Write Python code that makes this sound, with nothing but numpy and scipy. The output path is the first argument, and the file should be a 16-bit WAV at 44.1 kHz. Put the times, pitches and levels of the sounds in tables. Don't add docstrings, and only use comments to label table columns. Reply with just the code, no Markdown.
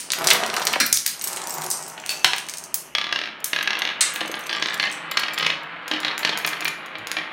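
import sys
import numpy as np
from scipy import signal
from scipy.fft import rfft, irfft
from scipy.io import wavfile
from scipy.ndimage import uniform_filter1d

SR = 44100
rng = np.random.default_rng(int(sys.argv[2]) if len(sys.argv) > 2 else 0)


def store_wav(level_fs):
    pcm = np.round(np.clip(np.atleast_2d(level_fs), -1, 1) * 32767)
    wavfile.write(sys.argv[1], SR, pcm.T.astype(np.int16))


N = 322812
SIZE = 4096
AGE = np.arange(SIZE) / SR
HZ = np.fft.rfftfreq(SIZE, 1 / SR)


def undb(db):
    return 10 ** (np.asarray(db) / 20)


def along(points, hz=HZ):
    f, value = np.transpose(points)
    return np.interp(np.log(hz + 1), np.log(f), value)


def peaks(modes):
    return sum(db / (1 + (2 * (HZ - hz) / width) ** 2) for hz, width, db in modes)


def response(colour_db):
    cepstrum = irfft(np.log(undb(colour_db)))
    cepstrum[1:SIZE // 2] *= 2
    cepstrum[SIZE // 2 + 1:] = 0
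    return irfft(np.exp(rfft(cepstrum)))


def fade(t60, age=AGE):
    return np.exp(-np.log(1000) * age / max(t60, 1e-4))


def unit(x):
    return x / np.sqrt(np.sum(x ** 2))


def contact(t60, chatter_db):
    push = undb(chatter_db) * rng.standard_normal(SIZE) * fade(t60)
    push[0] += 1
    return push


def add_hit(out, s, push, colour_db, db):
    ripple_db = 10 * np.log10(uniform_filter1d(np.abs(rfft(push)) ** 2, size=24) + 1e-9)
    blow = signal.fftconvolve(push, response(colour_db - ripple_db / 2))[:SIZE]
    loudest = uniform_filter1d(blow ** 2, size=88, mode="constant").max()
    start = max(int(s * SR), 0)
    out[start:start + SIZE] += (blow * undb(db) / np.sqrt(loudest))[:N - start]


def knocks(rows, modes, gain_db, chatter_db, bass_db):
    out, boost = np.zeros(N), peaks(modes)
    for s, db, body_db, edge_db, t60 in rows:
        low_db = body_db + bass_db
        colour = along([(40, low_db - 18), (110, low_db - 8), (250, low_db), (1700, body_db),
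                        (3000, body_db), (5200, -0.26), (8800, -1.5), (12000, edge_db + 3.5)])
        add_hit(out, s, contact(t60, chatter_db), colour + boost, db + gain_db)
    return out


def pings(rows, modes, colour, gain_db, t60, chatter_db):
    out = np.zeros(N)
    for s, db, top_hz in rows:
        shifted = [(hz * top_hz / modes[-1][0], width, boost) for hz, width, boost in modes]
        add_hit(out, s, contact(t60, chatter_db), along(colour) + peaks(shifted), db + gain_db)
    return out


def patter(curve, colour_db, per_second, scatter_db, gain_db):
    strength = undb(scatter_db * np.minimum(rng.exponential(size=N), 3)) * rng.choice([-1, 1], N)
    taps = strength * (rng.random(N) < per_second / SR)
    sound = signal.fftconvolve(taps, response(colour_db))[:N]
    s, db = np.transpose(curve)
    level = undb(np.interp(np.arange(N) / SR, s, db + gain_db, left=-120, right=-120))
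    return sound / sound.std() * uniform_filter1d(level, size=900)


def swell(start, rise, hold, fall, db, sag, depth_db=30):
    times = start + np.cumsum([0, rise, hold, fall])
    levels = db - np.array([depth_db, 0, sag * hold, sag * hold + depth_db])
    return np.transpose([times, levels])


# pitch in Hz, strength in dB.
AIR_COLOUR = [(20, -29), (42, -24), (58, 5), (78, -14), (160, 8), (400, 2.5), (1000, -4), (3000, 2),
              (7000, -71), (16000, -41.5)]

def air(db):
    noise = signal.fftconvolve(rng.standard_normal(N + SIZE), response(along(AIR_COLOUR)))
    steady = noise[SIZE:SIZE + N]
    return undb(db) * steady / steady.std()


# start in seconds, level, body and edge in dB, fade in seconds.
FIRST_CLICK = [(0, -27.5, -4.5, -15, 0.23)]
# pitch in Hz, width in Hz, boost in dB.
FIRST_CLICK_MODES = [(9160, 510, 13)]

def first_click():
    return knocks(FIRST_CLICK, FIRST_CLICK_MODES, gain_db=-0.5, chatter_db=9.5, bass_db=-28)


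# start, rise, hold and fall in seconds, level in dB, sag in dB per second.
BOX_DRUM = (0, 0.23, 0.49, 0.35, -27.5, 11.5)
# pitch in Hz, strength in dB.
BOX_COLOUR = [(40, -30), (110, -13), (200, -6), (450, 1.5), (800, 3.5), (1300, 4), (2200, -3),
              (4500, -18.5), (8000, -15.5), (16000, -33)]
# pitch in Hz, width in Hz, boost in dB.
BOX_MODES = [(156.5, 17.5, 17.8), (230, 18, 5.9), (368, 30, 8.4), (658, 47, 6.2), (855, 76, 2),
             (1100, 290, 1.1)]

def box_drumming():
    colour = along(BOX_COLOUR) + peaks(BOX_MODES)
    return patter(swell(*BOX_DRUM), colour, per_second=420, scatter_db=5.5, gain_db=-1)


# start in seconds, level, body and edge in dB, fade in seconds.
DOMINO_SLAPS = [(.1037, -15, 1.5, -30, .007), (.1195, -10, -12, -20, .008), (.1345, -13, 19, 0, .008),
                (.187, -25, -6, -3, 0.009), (.2205, -34, -3, -9.5, 0.0096), (.2428, -18, -2, -10, .008),
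                (.2465, -18, -4, -8, .008), (.2635, -28, -6.5, -2, .012), (.2715, -6, -14, -16, 0.0091),
                (.2757, -8, -13, -23, 0.0019), (.3034, -5, -1, -14, 0.032), (.3075, -13, 4, -20, 0.013),
                (.3112, -5, 23, -20, .016), (.3155, -16, 6, -23, .03), (.3333, -8.5, -10, -2, .007),
                (.4361, -15, 11, -30.5, 0.011), (.4632, -19.5, -2, -13.5, .012),
                (.5003, -18.5, 6, -26, .01), (.541, -20, 17.5, -15, 0.025), (.5656, -16.5, -8, -19.5, .01),
                (.5712, -21, -1.5, -24, .012), (.583, -24.5, -3.5, -21, 0.01),
                (.6187, -20.5, 4.5, -19.5, 0.013), (.6245, -21.5, 0.5, -25.5, 0.013),
                (.6521, -15.5, -26, -3.5, .006), (.6696, -8.5, -6, -32.5, .008),
                (.6752, -14.5, -8, -16, 0.0066), (.7302, -19, -12.5, -11.5, 0.014),
                (.8632, -13, -12.5, -0.5, 0.023), (.9654, -17, -4, 3, 0.031),
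                (.9729, -11, -8.5, -19, 0.0086)]
# pitch in Hz, width in Hz, boost in dB.
DOMINO_MODES = [(2200, 720, 2.6), (4100, 1800, 7.8), (5800, 760, 5), (8350, 150, 1.9), (9470, 120, 10.4),
                (12600, 420, 6.2), (14100, 510, 6.6)]

def domino_slaps():
    return knocks(DOMINO_SLAPS, DOMINO_MODES, gain_db=-2.5, chatter_db=-4.5, bass_db=-30.5)


# start in seconds, level in dB, top pitch in Hz.
DOMINO_PINGS = [(.135, -19, 12600), (.16, -35, 12400), (.187, -23, 12400), (.208, -40.5, 12600),
                (.2194, -28, 11300), (.2438, -27, 12400), (.272, -21, 14100), (.287, -12, 14100),
                (.476, -30, 14100), (.5402, -20, 14100), (.5646, -24, 14100), (.597, -22.5, 14100),
                (.622, -27, 14100), (.635, -30, 12600), (.6705, -20, 12450), (.71, -32, 12400),
                (.7302, -27, 14150), (.755, -30, 12500)]
# pitch in Hz, width in Hz, boost in dB.
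PING_MODES = [(9300, 380, 17), (14100, 560, 24)]
# pitch in Hz, strength in dB.
TICK_COLOUR = [(100, -10.5), (2000, 11), (5000, 5), (8000, -3.5), (16000, -12.5)]

def domino_pings():
    return pings(DOMINO_PINGS, PING_MODES, TICK_COLOUR, gain_db=-1.5, t60=0.0071, chatter_db=-1.5)


# start in seconds, level in dB, pitch in Hz, fade in seconds.
THUDS = [(.188, -33, 1180, 0.017), (.312, -9.5, 2460, .06), (0.324, -45, 127, .12),
         (.349, -15.5, 1010, 0.048), (.43, -16.5, 690, 0.022), (.569, -13.5, 1220, 0.026),
         (.619, -18.5, 800, 0.019), (.685, -19, 1200, 0.02), (.736, -11, 2200, 0.045),
         (0.7586, -13, 1540, 0.0097), (.761, -16, 596, 0.021), (.808, -27, 230, 0.21),
         (.933, -41, 108, 0.083), (2.247, -34.5, 149, .14), (4.296, -25, 380, 0.057),
         (5.43, -37, 179, 0.19), (6.987, -42.5, 98, 0.1)]

def thuds(gain_db):
    out = np.zeros(N)
    for s, db, hz, t60 in THUDS:
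        colour = along([(hz / 8, -44), (hz / 2, -12), (hz, 0), (hz * 2, -12), (hz * 8, -50)])
        add_hit(out, s, contact(t60, chatter_db=-16.5), colour, db + gain_db)
    return out


# start in seconds, level, body and edge in dB, fade in seconds.
LAST_DOMINO = [(.8012, -12.5, 4, -9, 0.046), (.8085, -15.5, 4, -14.5, 0.097)]
# pitch in Hz, width in Hz, boost in dB.
LAST_DOMINO_MODES = [(1380, 140, 10), (1620, 170, 9), (2110, 160, 8), (2380, 320, 8), (3300, 600, -6),
                     (4100, 380, 14), (5060, 260, 7), (5690, 300, 13), (6400, 600, -5)]

def last_domino():
    return knocks(LAST_DOMINO, LAST_DOMINO_MODES, gain_db=0.5, chatter_db=5.5, bass_db=-37)


# pitch in Hz, strength in dB.
JOSTLE_COLOUR = [(100, -42), (1500, -16), (4000, -3), (6000, 4), (9500, -1), (12000, -8), (16000, -10)]
# pitch in Hz, width in Hz, boost in dB.
JOSTLE_MODES = [(5600, 450, 11), (8300, 550, 15)]

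def jostling(start, end, count, db, scatter_db):
    rows = []
    for k, (late, strong, high) in enumerate(rng.uniform(-1, 1, (count, 3))):
        s = start + (end - start) * (k + 0.5 + 0.5 * late) / count
        top_hz = JOSTLE_MODES[-1][0] * (1 + 0.26 * high)
        rows.append((s, db + scatter_db * strong, top_hz))
    return pings(rows, JOSTLE_MODES, JOSTLE_COLOUR, gain_db=-2, t60=0.011, chatter_db=1)


# start in seconds, level, body and edge in dB, fade in seconds.
CLACKS = [(.9275, -5, -13.5, -10, 0.012), (1.0601, -29, 0, -20, 0.0065), (1.0633, -9, -8.5, -10.5, 0.0031),
          (2.0621, -25, 2, -9, 0.0092), (2.3632, -30, -1, -6, 0.012), (2.3826, -22, 4, -10, 0.012),
          (2.4865, -26.5, 0, -14, 0.019), (2.4964, -26, -9, -14, 0.017), (2.5378, -27.5, -1, -13, 0.02),
          (2.5717, -30, -12, -14, 0.019), (2.5832, -27.5, -14, -12, .014), (2.6391, -30, -18, -11, 0.015),
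          (2.7426, -11.5, -11, -0.5, 0.014), (3.4432, -15, -9, -2, 0.017), (4.137, -31, -6, -2, 0.036),
          (4.1589, -28.5, -5, -3, 0.016), (4.3926, -35, -3, -1, .02), (6.1928, -28.5, -14, -2, 0.0042),
          (6.388, -28, -13, 1, .004), (6.4645, -24, -16, 0, 0.0052), (6.4905, -28, -16, -6, .004),
          (6.647, -25, -16, -1, .004)]
# pitch in Hz, width in Hz, boost in dB.
CLACK_MODES = [(6380, 580, 4.5), (8450, 200, 5.6), (9070, 310, 6.9), (14400, 570, 3.1)]

def marble_clacks():
    return knocks(CLACKS, CLACK_MODES, gain_db=2, chatter_db=10.5, bass_db=-41)


# time in seconds, level in dB.
DRONE_LEVELS = [(1.04, -56), (1.27, -37), (1.42, -32.5), (1.62, -33), (1.8, -37), (1.9, -40.5), (2.4, -45),
                (2.75, -45.5), (3.3, -63)]
# pitch in Hz, width in Hz, boost in dB.
DRONE_MODES = [(920, 330, 3.5), (3400, 2200, -3.5)]

def track_drone():
    colour = along(BOX_COLOUR) + peaks(BOX_MODES) + peaks(DRONE_MODES)
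    return patter(DRONE_LEVELS, colour, per_second=600, scatter_db=5.5, gain_db=-4)


# start in seconds, level, body and edge in dB, fade in seconds.
TRACK_KNOCKS = [(1.213, -24, 0, -27, 0.0086), (1.2402, -25.5, -0.5, -2, 0.036),
                (1.273, -21.5, -7, -5, 0.042), (1.3312, -24.5, -3, -16, .014),
                (1.3625, -25, -11, -10, 0.011), (1.3715, -25.5, 7, -12, .02), (1.417, -28, 1, -18, 0.015),
                (1.5768, -37, -12, -20, .014), (1.6195, -26, -1, -11, 0.014), (1.6375, -31, -10, -14, .012),
                (1.6435, -31, -17, -11, .012), (1.7022, -20, -36, -6, .03), (1.879, -33, -14, -4, 0.043),
                (4.0083, -13.5, -0.5, -19, 0.0094), (4.0106, -12, 2, -30, 0.052)]
# pitch in Hz, width in Hz, boost in dB.
TRACK_MODES = [(2220, 150, 2.9), (4050, 600, 4.3), (6530, 400, 5.3), (8000, 670, 5), (8970, 1240, 7.1),
               (11500, 280, 7), (13100, 400, 1.5), (13800, 410, 2.5)]

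def track_knocks():
    return knocks(TRACK_KNOCKS, TRACK_MODES, gain_db=1, chatter_db=-2, bass_db=-36.5)


# start in seconds, level in dB, top pitch in Hz.
CHIRPS = [(1.2201, -25, 13800), (1.2395, -19, 12200), (1.2729, -26, 12100), (1.327, -30, 12350),
          (1.4715, -27, 14300), (1.495, -23, 14400), (1.5244, -28, 13500), (1.5398, -23, 14300),
          (1.553, -29, 13100), (1.58, -32, 14300), (1.6132, -28, 13100), (1.64, -27, 13100),
          (1.785, -41, 14200), (1.8247, -40, 13800), (1.8885, -41, 13600)]
# pitch in Hz, width in Hz, boost in dB.
CHIRP_MODES = [(9300, 600, 4), (13000, 1000, 23)]

def marble_chirps():
    return pings(CHIRPS, CHIRP_MODES, JOSTLE_COLOUR, gain_db=-3, t60=0.027, chatter_db=-1)


# start in seconds, level in dB, top pitch in Hz.
CLINKS = [(1.2405, -22.5, 8900), (1.482, -30, 8800), (1.5056, -24.5, 8500), (1.705, -26, 9200),
          (1.7125, -13.5, 9100), (1.722, -29, 8750), (1.8254, -25.5, 8800), (4.012, -12, 8900),
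          (4.9144, -30, 8940), (4.925, -28.5, 8700)]
# pitch in Hz, width in Hz, boost in dB.
CLINK_MODES = [(5900, 400, 6), (8100, 450, 15), (8950, 500, 11)]

def track_clinks():
    return pings(CLINKS, CLINK_MODES, JOSTLE_COLOUR, gain_db=-2.5, t60=0.025, chatter_db=-5)


# start, rise, hold and fall in seconds, level in dB, sag in dB per second.
TRACK_RATTLE = (1.5, 0.88, -1.2, 2.1, -34.5, 3.5)
# pitch in Hz, strength in dB.
RATTLE_COLOUR = [(40, -60), (200, -2.5), (1500, -3), (3000, -2), (4800, -9), (6000, 9.5), (8000, -8.5),
                 (9700, -6.5), (10800, -8), (16000, -11)]

def track_rattle():
    colour = along(RATTLE_COLOUR) + 0.43 * peaks(TRACK_MODES)
    return patter(swell(*TRACK_RATTLE), colour, per_second=250, scatter_db=7.5, gain_db=-4.5)


# start in seconds, level, body and edge in dB, fade in seconds.
HOLLOW_KNOCKS = [(1.9781, -30, 18, -10, 0.031), (2.0379, -29, 32, -14, 0.016),
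                 (2.2451, -4, 8.5, -13, 0.018), (2.3333, -13, 11, -26, 0.023)]
# pitch in Hz, width in Hz, boost in dB.
HOLLOW_MODES = [(374, 62, 15), (730, 140, 13), (974, 110, 7), (1780, 1300, 4.5), (2950, 830, 7.4),
                (3890, 360, 6.5), (4330, 400, 10.7), (5400, 800, 9.3), (6600, 500, 4)]

def track_rocking():
    return knocks(HOLLOW_KNOCKS, HOLLOW_MODES, gain_db=0, chatter_db=15, bass_db=-19)


# start in seconds, level, body and edge in dB, fade in seconds.
CORNER_TAPS = [(2.0928, -15, -6, -16, 0.013), (2.1036, -22, -1.5, -5, 0.083)]
# pitch in Hz, width in Hz, boost in dB.
CORNER_MODES = [(2590, 660, 12), (2640, 64, 8.8), (4500, 460, 13.6)]

def corner_taps():
    return knocks(CORNER_TAPS, CORNER_MODES, gain_db=-0.5, chatter_db=-1, bass_db=-11)


# pitch in Hz, strength in dB.
TABLE_COLOUR = [(50, -34.5), (150, -13), (300, -3.5), (700, 4), (1200, 1), (2000, 4), (3300, 4), (4500, 8),
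                (6300, -1), (8000, -5.5), (16000, -22)]
# pitch in Hz, width in Hz, boost in dB.
TABLE_MODES = [(158.1, 16, 19.5), (213, 16, 12), (309.6, 23, 16), (381, 12, 5), (631.3, 9.5, 9.5),
               (800, 42, -0.5), (1200, 154, 7), (1630, 85, 8), (2060, 64, 7), (2345, 59, 3.5),
               (2950, 160, 3), (3360, 120, 1), (3780, 160, 3), (4900, 160, -7.5), (6200, 1000, 4.5)]

def table_hits(rows, modes, spread_s, ring_t60, ring_db, travel):
    out, colour = np.zeros(N), along(TABLE_COLOUR) + peaks(TABLE_MODES)
    envelope = unit(AGE * np.exp(-AGE / spread_s)) + undb(ring_db) * unit(fade(ring_t60))
    waves = rng.standard_normal(SIZE)
    bass, treble = along([(700, 0.78), (1400, 0.18)]), along([(3300, 0.011), (6300, 0.96)])
    waits = np.abs(np.diff([row[0] for row in rows], prepend=0))
    shifts = 1 + 0.053 * rng.uniform(-0.59, 1, len(rows))
    extras_db = rng.uniform(-3.78, 3, (len(rows), len(modes)))
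    for (s, db, thump, spot_hz), wait, shift, extra_db in zip(rows, waits, shifts, extras_db):
        hardness = 0.84 * db - 1
        moved = travel * wait
        waves = (waves + moved * rng.standard_normal(SIZE)) / np.hypot(1, moved)
        push = undb(12) * unit(envelope * waves)
        push[0] += 1
        woken = [(hz * shift, width, boost + more) for (hz, width, boost), more in zip(modes, extra_db)]
        ring = peaks(woken + [(spot_hz * shift, 180, 7.5)])
        add_hit(out, s, push, colour + ring + bass * thump + treble * hardness, db)
    return out


# start in seconds, level in dB, first flight in seconds,
# share of speed kept at each bounce, pitch of the spot in Hz.
DROPS = [(2.9503, -12.5, 0.033, 0.92, 3400), (3.1254, -13, 0.034, 0.87, 2700),
         (3.5321, -13, 0.03, 0.85, 2640), (3.6746, -13, 0.031, .83, 2640),
         (3.8194, -13.5, .0322, 0.7, 2720), (4.528, -17, .021, 0.86, 4620), (4.624, -14, 0.034, 0.79, 4400)]
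# pitch in Hz, width in Hz, boost in dB.
DROP_MODES = [(1175, 70, -1.5), (1470, 100, -20), (1690, 210, 8), (2010, 100, 2.5), (2410, 190, 0),
              (2720, 256, 2), (3400, 130, 3.5), (3960, 270, 0.5), (5340, 640, 6.5), (6300, 420, 3.5),
              (7660, 760, -9.5)]

def marble_drops(bounces=8, loss_db=2.5, thump=-10.5):
    rows = [(s + flight * np.sum(kept ** np.arange(k)), db - loss_db * k, thump, spot_hz)
            for s, db, flight, kept, spot_hz in DROPS for k in range(bounces)]
    return table_hits(rows, DROP_MODES, spread_s=0.0011, ring_t60=0.026, ring_db=-15, travel=25)


# time in seconds, level in dB.
ROLL_LEVELS = [(3.0, -47), (3.13, -42.5), (3.32, -44.5), (3.58, -44), (3.72, -36.5), (4.06, -40),
               (4.72, -37), (4.88, -38.5), (5.26, -39.5), (5.79, -40), (6.1, -35.5), (6.56, -36.5),
               (6.72, -40), (7.32, -39)]
# pitch in Hz, strength in dB.
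ROLL_COLOUR = [(50, -26), (110, -36.5), (160, -5.5), (400, 1), (900, 6.5), (1900, 8), (3200, 1), (4300, -9),
               (6000, -32), (16000, -44)]

def table_rolling():
    colour = along(ROLL_COLOUR) + along([(900, 0.52), (1600, 0.41)]) * peaks(TABLE_MODES)
    return patter(ROLL_LEVELS, colour, per_second=3000, scatter_db=6, gain_db=1)


# start in seconds, level in dB, top pitch in Hz.
NUDGES = [(3.403, -40, 13600), (3.6272, -23.5, 12030), (3.7904, -24.5, 11650), (4.2764, -28.5, 12100),
          (4.3153, -27, 12000), (4.4678, -26, 11800), (4.7425, -21, 14240), (5.1132, -22, 14100),
          (5.1956, -22, 14450), (5.3345, -27, 14100), (5.343, -27.5, 14100), (5.385, -20.5, 14200),
          (5.633, -43, 14100)]
# pitch in Hz, width in Hz, boost in dB.
GLASS_MODES = [(4700, 400, 8), (7300, 450, 16), (8600, 400, 7), (10600, 650, 17), (14000, 1200, 22)]

def marble_nudges():
    return pings(NUDGES, GLASS_MODES, TICK_COLOUR, gain_db=-2, t60=0.023, chatter_db=9)


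# start in seconds, level in dB, amount of thump, pitch of the spot in Hz.
PENCIL_KNOCKS = [(4.16, -22, -14, 3700), (4.2071, -20, -10, 2900), (4.2128, -18.5, 9, 2910),
                 (4.341, -21, 6, 3360), (4.494, -19.5, -11, 4700), (4.5112, -23, 0, 3400),
                 (4.7979, -13, -14, 4200), (4.8279, -17, -6, 4380), (4.8381, -17, -12, 1740),
                 (4.852, -30, -5, 3280), (4.871, -20.5, -1, 3020), (5.116, -23, -14, 3820),
                 (5.1714, -11, -14, 4270), (5.2336, -17.5, -10, 2800), (5.2824, -20.5, -19, 2290),
                 (5.3775, -17.5, -16, 3080), (5.3967, -18.5, -10, 3100), (5.4079, -19.5, -4, 3090),
                 (5.427, -16.5, -9, 3800), (5.447, -19.5, -17, 3880), (5.4643, -12, -10, 2340),
                 (5.5, -18, 2, 2500), (5.9136, -16, 2, 3750), (5.9364, -20, 2, 2900),
                 (5.9625, -23, -13, 3670), (6.032, -23.5, -6, 5400), (6.048, -14, -7, 3950),
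                 (6.081, -19, -27, 3900), (6.112, -25, -10, 4130), (6.231, -21, -10, 4500),
                 (6.249, -10.5, -5, 2750), (6.2927, -15, -1, 3500), (6.332, -22, -8, 3130),
                 (6.4473, -14, -3, 2480), (6.5315, -20.5, -18, 2950), (6.623, -23, -5, 3500),
                 (6.6535, -16, -5, 2320), (6.678, -23, -19, 2340), (6.9533, -25.5, 2, 2380),
                 (7.1678, -18, -1.5, 2370), (7.186, -21.5, -2, 3060)]
# pitch in Hz, width in Hz, boost in dB.
PENCIL_MODES = [(1450, 83, -5), (1794, 81, 9), (2320, 150, 2), (3100, 170, 3), (3650, 180, -1.5),
                (4180, 660, 1.5), (5000, 370, 1.5), (5300, 340, 4), (6400, 320, 1), (7700, 1400, -4)]

def pencil_knocks(loss_db=9):
    waits = rng.uniform(0.0159, 0.039, len(PENCIL_KNOCKS))
    falls = [(s + wait, db - loss_db, *tone) for (s, db, *tone), wait in zip(PENCIL_KNOCKS, waits)]
    rows = list(PENCIL_KNOCKS) + falls
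    return table_hits(rows, PENCIL_MODES, spread_s=0.0014, ring_t60=0.036, ring_db=-6, travel=12.1)


# start in seconds, level in dB.
ROD_TICKS = [(5.88, -21.5), (6.003, -22), (6.1789, -15.5), (6.3748, -15.5), (6.475, -13), (6.483, -25),
             (6.6073, -19.5), (6.681, -14), (6.861, -32), (6.9844, -34), (7.0713, -18), (7.116, -13)]
# pitch in Hz, width in Hz, boost in dB.
ROD_MODES = [(6950, 320, 13), (10200, 800, 12), (13700, 1300, 12)]

def rod_ticks(gain_db):
    out = np.zeros(N)
    shifts = 1 + rng.uniform(-0.034, 0.02, (len(ROD_TICKS), len(ROD_MODES)))
    for (s, db), shift in zip(ROD_TICKS, shifts):
        modes = [(hz * k, width, boost) for (hz, width, boost), k in zip(ROD_MODES, shift)]
        push = contact(t60=0.021, chatter_db=-17)
        add_hit(out, s, push, along(TICK_COLOUR) + peaks(modes), db + gain_db)
    return out


# pitch in Hz, fade in seconds.
ROOM_FADES = [(150, 0.47), (1000, 0.47), (3000, 0.41), (7000, 0.33), (11000, 0.35), (16000, 0.13)]

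def room(x, build_s, patterns=30):
    age = np.arange(SIZE * 6) / SR
    hz = np.fft.rfftfreq(len(age), 1 / SR)
    density = np.minimum(0.017 + (age / 0.055) ** 2, 1)
    onset = (1 - np.exp(-(age / build_s) ** 2)) / np.sqrt(density)
    bands = np.array([along([(f, float(f == centre)) for f, _ in ROOM_FADES], hz)
                      for centre, _ in ROOM_FADES])
    decays = np.array([fade(t60, age) for _, t60 in ROOM_FADES])
    out, hop = np.zeros(2 * N), N // patterns
    for start in range(-hop, N, hop):
        echoes = rng.standard_normal(len(age)) * (rng.random(len(age)) < density)
        tail = unit(onset * np.sum(irfft(rfft(echoes) * bands) * decays, axis=0))
        i = np.arange(max(start, 0), min(start + 2 * hop, N))
        window = np.sin(np.pi * (i - start) / (2 * hop))
        echoed = signal.fftconvolve(x[i] * window, tail)
        out[i[0]:i[0] + len(echoed)] += echoed
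    return out[:N]


def scene():
    sources = [
        (first_click(), -4), (box_drumming(), -2), (domino_slaps(), -4), (domino_pings(), -3),
        (thuds(gain_db=-2.5), -6), (last_domino(), -2),
        (jostling(0.83, 1.9, count=26, db=-29.5, scatter_db=9), -6),
        (marble_clacks(), -3), (track_drone(), -2), (track_knocks(), -1),
        (marble_chirps(), -3), (track_clinks(), -1), (track_rattle(), -2),
        (jostling(1.7, 2.7, count=24, db=-42.5, scatter_db=11), -6),
        (track_rocking(), -4.5), (corner_taps(), -1),
        (marble_drops(), -6), (table_rolling(), -2), (marble_nudges(), -10.5),
        (jostling(4.14, 4.9, count=22, db=-35, scatter_db=1.5), -6),
        (pencil_knocks(), -5.5), (rod_ticks(gain_db=-4.5), -6.5)]
    direct = sum(sound for sound, _ in sources)
    walls = room(sum(sound * undb(db) for sound, db in sources), build_s=0.0024)
    return (direct + walls + air(db=-49.5))[None]


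def record(dry):
    top_hz = 15900
    lowpass = signal.ellip(10, .2, 80, top_hz, fs=SR, output="sos")
    return signal.sosfilt(lowpass, np.clip(dry, -1, 1))


dry = scene()
out = record(dry)
store_wav(out)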